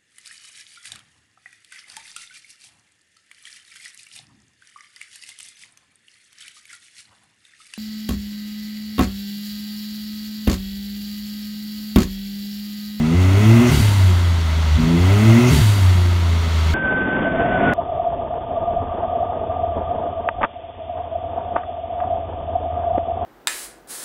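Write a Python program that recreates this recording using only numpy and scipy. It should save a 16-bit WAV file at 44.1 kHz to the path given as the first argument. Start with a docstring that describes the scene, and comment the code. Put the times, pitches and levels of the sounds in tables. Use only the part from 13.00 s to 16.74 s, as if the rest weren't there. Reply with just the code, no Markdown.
"""In the driver's seat of a turbocharged three-cylinder buggy that accelerates and eases off twice.
Under load the exhaust harmonics sweep through pipe and cab resonances, the intake roars and the turbo
whistles faintly. At each lift the engine stumbles, the blow-off valve dumps its air, and a low drone
remains over a bed of drivetrain noise. Hard panels close to the seat colour the treble."""
import sys
import numpy as np
from scipy import signal
from scipy.fft import rfft, irfft
from scipy.io import wavfile

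SR = 44100
rng = np.random.default_rng(int(sys.argv[2]) if len(sys.argv) > 2 else 0)


def master_out(mix):
    """Clip the mix to full scale and print it as 16-bit PCM to the path in sys.argv[1]."""
    frames = np.transpose(np.atleast_2d(mix))
    ceiling = np.clip(frames, -1, 1)
    pcm = np.round(ceiling * 32767).astype(np.int16)
    wavfile.write(sys.argv[1], SR, pcm)


N = 164934
T = np.arange(N) / SR
THROTTLE_S, FLUTTER_HZ = 0.023, 22.6
# bursts of throttle: (opens [s], shuts [s], relative blow-off level [dB])
PULLS = [(-.1, .695, -1), (1.779, 2.495, -0.5)]


def amp(db):
    """Decibels to gain."""
    return 10 ** (np.asarray(db) / 20)


def unit(x):
    """Scales to rms 1."""
    return x / np.sqrt(np.mean(x ** 2) + 1e-20)


def curve(points, at):
    """Reads a two-column table along straight lines."""
    return np.interp(at, *np.transpose(points))


def noise(spectrum):
    """Noise of rms 1 with the given colour."""
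    hz, db = np.transpose(spectrum)
    f = np.fft.rfftfreq(N, 1 / SR)
    colour = amp(np.interp(np.log(f + 1), np.log(hz), db))
    return unit(irfft(rfft(rng.standard_normal(N)) * colour, N))


def wander(hz):
    """Random motion of rms 1, up to about the given rate."""
    f = np.fft.rfftfreq(N, 1 / SR)
    return unit(irfft(rfft(rng.standard_normal(N)) * np.exp(-(f / hz) ** 2), N))


def fuzzy_tone(hz, width_hz):
    """Narrow noise of rms 1 around a steady or moving pitch."""
    angle = 2 * np.pi * np.cumsum(hz * np.ones(N)) / SR
    return unit(wander(width_hz / 2) * np.cos(angle) + wander(width_hz / 2) * np.sin(angle))


def gate(start, end, edge):
    """One between two times, with smooth edges."""
    return np.sin(np.pi / 2 * np.clip(np.minimum(T - start, end - T) / edge + .5, 0, 1)) ** 2


def bell(centre_s, half_s):
    """A smooth swell around a time."""
    return np.exp(-((T - centre_s) / half_s) ** 2)


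def drivetrain(angle):
    """A bed of belt, gear and tyre noise with a light engine throb and a faint, near-steady gear whine."""
    # colour of the rolling noise: (frequency [Hz], relative density [dB])
    colour = [(20, -32), (45, -16), (70, -15), (130, 5.5), (190, 1), (250, 11), (320, -4), (400, 3),
              (490, -3), (640, 5), (800, -1), (940, 4.5), (1080, 2), (1300, 2.5), (1720, -3.5), (2060, 1.5),
              (2400, -4), (3400, -2.5), (4300, -5.5), (4650, -5.5), (4900, -13), (5400, -10.5),
              (7200, -13.5), (7800, -18), (9600, -21), (10300, -26.5), (11200, -22.5), (15500, -29)]
    # its slow rise and fall: (time [s], relative level [dB])
    ride = [(0, -6.5), (.25, -2.5), (1, -1), (1.4, -1.5), (1.75, -0.5), (2.9, -0.5), (3.2, -2), (3.6, 0)]
    roll = noise(colour) * amp(-28 + curve(ride, T) + 0.32 * wander(hz=25))
    throb = 1 + 0.083 * np.cos(angle)
    whine = amp(-50.5) * bell(0, half_s=11) * fuzzy_tone(hz=1299, width_hz=52)
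    return roll * throb + whine


def turbo():
    """A faint whistle that shoots upward as the boost builds."""
    # one whistle per pull: (loudest at [s], pitch there [Hz], relative level [dB])
    whistles = [(.51, 13900, -48.5), (2.3, 13900, -52)]
    climb_hz_per_s = 26000
    return sum(amp(db) * bell(at, half_s=0.078) * fuzzy_tone(hz + climb_hz_per_s * (T - at), width_hz=900)
               for at, hz, db in whistles)


def blow_off():
    """The valve cracks with a narrow spit, opens wide, and hisses away as the pressure drains."""
    # colour of the escaping air: (frequency [Hz], relative density [dB])
    hiss = [(300, 19), (600, -11.5), (930, 13), (1150, -3), (1450, 10), (1750, 3), (2080, 4), (2500, 2.5),
            (3150, 8), (3500, 4), (3900, 6.5), (4300, 1.5), (4650, 3.5), (4900, -0.5), (6300, 1),
            (6800, 0.5), (7350, 2), (7800, -1.5), (9300, 0), (10300, -5.5), (10750, -1), (11400, -4.5),
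            (12700, -3.5), (14500, -6.5), (15600, -10.5)]
    # the housing rings as air passes: (frequency [Hz], width [Hz], level against the hiss [dB])
    rings = [(3737, 420, -17), (4640, 260, -15.5), (7530, 330, -23), (10800, 300, -25)]
    lead_s, rise_s, fall_db_per_s, crack_lead_s = 0.035, 0.085, 35, 0.0093
    out = np.zeros(N)
    for _, off, db in PULLS:
        age = T - off + lead_s
        flow = np.clip(age / rise_s, 0, 1) * amp(-fall_db_per_s * np.maximum(age - rise_s, 0))
        air = noise(hiss) + sum(amp(ring_db) * fuzzy_tone(hz, width) for hz, width, ring_db in rings)
        crack = bell(off - crack_lead_s, half_s=0.024) * fuzzy_tone(hz=6160, width_hz=1900)
        out += amp(db - 21) * flow * air + amp(db - 31.5) * crack
    return out


def intake(rate, angle):
    """Roar that pulses with the firings, grows with speed and dies after each lift."""
    # colour of intake and combustion: (frequency [Hz], relative density [dB])
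    colour = [(30, -31), (90, 0), (300, 2), (490, -3.5), (620, 5), (780, 0), (950, -2), (1450, -1),
              (1720, -10), (1900, -4), (2040, 4.5), (2300, -5.5), (2600, -1), (3300, -11.5), (4800, -19),
              (5400, -15), (6800, -14), (7800, -20.5), (9500, -19.5), (10500, -23.5), (15500, -24.5)]
    # the roar builds with the revs: (firing rate [Hz], relative level [dB])
    build = [(77, -36), (85, -34), (92, -29.5), (103, -26.5), (112, -25), (123, -23.5)]
    release_s = 0.18
    opened = sum(np.clip((T - on) / THROTTLE_S, 0, 1) * np.exp(-np.maximum(T - off, 0) / release_s)
                 for on, off, _ in PULLS)
    throb = 1 + 0.13 * np.cos(angle)
    return opened * amp(curve(build, rate)) * noise(colour) * throb


def partial(angle, multiple, db, flutter_db=3):
    """One fluttering exhaust partial; the pipe delays high harmonics more than low ones."""
    dispersion_rad = 0.71
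    phase = multiple * angle - dispersion_rad * multiple ** 2
    return np.sqrt(2) * amp(db + flutter_db * wander(FLUTTER_HZ)) * np.cos(phase)


def loaded_note(rate, angle):
    """On the throttle: five harmonics swell and dip through resonances, with faint overtones on top."""
    # exhaust tone across the revs: (firing rate [Hz], levels of harmonics 1 to 5 [dB])
    harmonics = [(78, -35, -22, -17, -35, -37.5), (80.4, -31, -19.5, -19.5, -38, -33),
                 (85.1, -25.5, -14, -20.5, -23.5, -32.5), (87, -13.5, -23, -28.5, -30, -34),
                 (96, -11.5, -30, -24, -34.5, -47.5), (100.6, -11.5, -28.5, -35, -24, -41),
                 (107.8, -15.5, -15, -29, -33.5, -70), (112.2, -7.5, -18, -19.5, -40, -39),
                 (118.7, -14, -10.5, -25.5, -41, -63), (119.4, -31.5, -10, -19.5, -65, -57),
                 (122.1, -15, -17, -21.5, -45, -37)]
    rates, *levels = np.transpose(harmonics)
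    body = sum(partial(angle, k, np.interp(rate, rates, db), flutter_db=0.5)
               for k, db in enumerate(levels, 1))
    sixth_db, step_db = -46, 1.3
    return body + sum(partial(angle, k, sixth_db - step_db * (k - 6)) for k in range(6, 13))


def coasting_note(rate, angle):
    """Off the throttle: a nearly pure drone whose upper harmonics sweep through cab resonances."""
    # the fundamental swells and sags: (time [s], level [dB])
    swells = [(0.84, -11.5), (0.95, -14.5), (1.04, -10.0), (1.2, -15.5), (1.3, -14), (1.46, -18.5),
              (1.55, -17), (1.66, -17), (1.75, -11), (2.63, -11), (2.71, -11.5), (2.77, -17.1),
              (2.85, -10.0), (3.19, -16.5), (3.34, -15), (3.48, -19), (3.62, -15.5), (3.72, -16)]
    # soft overtones: (multiple of the firing rate, level [dB])
    overtones = [(2, -35.5), (3, -45.5)]
    # cab resonances: (frequency [Hz], width [Hz], peak level [dB])
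    cab = [(356.8, 41.2, -39), (411, 17.6, -41.5), (576, 27, -45)]
    drone = partial(angle, 1, curve(swells, T), flutter_db=0.5)
    drone += sum(partial(angle, k, db) for k, db in overtones)
    for k in (4, 5):
        resonance = sum(amp(db) / (1 + (2 * (k * rate - hz) / width) ** 2) for hz, width, db in cab)
        drone += resonance * partial(angle, k, db=0)
    return drone


def exhaust(rate, angle):
    """The firing note: rich under load, pure when coasting, lumpy when a cylinder skips."""
    # skips as the throttle moves: (start [s], end [s], lump level [dB], share of steady note lost [0-1])
    skips = [(0.704, 0.815, 0.5, 0.78), (0.874, 0.951, -17, 0.07), (1.768, 1.866, -9, 0.12),
             (2.512, 2.619, 1, 0.99)]
    # lumpy tone of a skipped cylinder: (multiple of the engine cycle rate, relative level [dB])
    skip_partials = [(2, -18.5), (3, -30), (4, -19.5), (5, -56), (6, -29), (7, -27), (8, -45.5), (9, -40.5),
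                     (10, -32), (11, -36)]
    # burble of unequal cylinders: (multiple of the engine cycle rate, level off throttle [dB])
    burble_partials = [(2, -37), (4, -41.5), (5, -51.5), (7, -47.5), (8, -49.5), (10, -58.5), (11, -54)]
    cylinders, skip_edge_s, burble_boost_db = 3, 0.03, 2.5
    load = sum(gate(on, off, THROTTLE_S) for on, off, _ in PULLS)
    stumble = sum(amp(db) * gate(start, end, skip_edge_s) for start, end, db, _ in skips)
    steady = 1 - sum(lost * gate(start, end, skip_edge_s) for start, end, _, lost in skips)
    note = load * loaded_note(rate, angle) + (1 - load) * coasting_note(rate, angle)
    lumps = sum(partial(angle, k / cylinders, db) for k, db in skip_partials)
    burble = sum(partial(angle, k / cylinders, db + burble_boost_db * load) for k, db in burble_partials)
    return steady * (note + burble) + stumble * lumps


def panels(x):
    """Short dense reflections off the dash and cage comb the treble."""
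    echo_db, decay_s, low_cut_hz = -11, 0.04, 1600
    t = T[:SR // 8]
    low_cut = signal.butter(2, low_cut_hz, "high", fs=SR, output="sos")
    echo = signal.sosfilt(low_cut, rng.standard_normal(len(t))) * np.exp(-t / decay_s)
    return x + amp(echo_db) * signal.fftconvolve(x, echo / np.linalg.norm(echo))[:N]


def scene():
    """One slightly jittery engine speed drives exhaust, intake and drivetrain."""
    # the revs climb and fall twice: (time [s], firing rate [Hz])
    revs = [(0.0, 76.8), (0.1, 80.26), (0.19, 90.7), (0.33, 95.35), (0.46, 109.5), (0.65, 121.7),
            (0.7, 121.7), (0.75, 106.4), (0.85, 104.8), (1.0, 96.9), (1.12, 89.4), (1.35, 84.65),
            (1.48, 79.2), (1.6, 80.9), (1.7, 76.03), (1.85, 81.07), (2.0, 86.6), (2.15, 102.2),
            (2.32, 113.8), (2.45, 124.3), (2.5, 123.3), (2.56, 108.7), (2.7, 104.2), (2.88, 91.36),
            (3.05, 89.1), (3.2, 86.2), (3.45, 81.5), (3.74, 78.9)]
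    rate = curve(revs, T)
    jitter = 1 + 0.007 * wander(FLUTTER_HZ)
    angle = 2 * np.pi * np.cumsum(rate * jitter) / SR  # one turn per firing
    rush = amp(-0.92) * panels(intake(rate, angle) + drivetrain(angle) + turbo() + blow_off())
    return (exhaust(rate, angle) + rush)[None]


def record(dry):
    """A steep high cut takes off the very top of the hiss."""
    cutoff_hz = 15780
    high_cut = signal.firwin(801, cutoff_hz, window=("kaiser", 9), fs=SR)
    return signal.oaconvolve(dry, high_cut[None], "same")


dry = scene()
out = record(dry)
master_out(out)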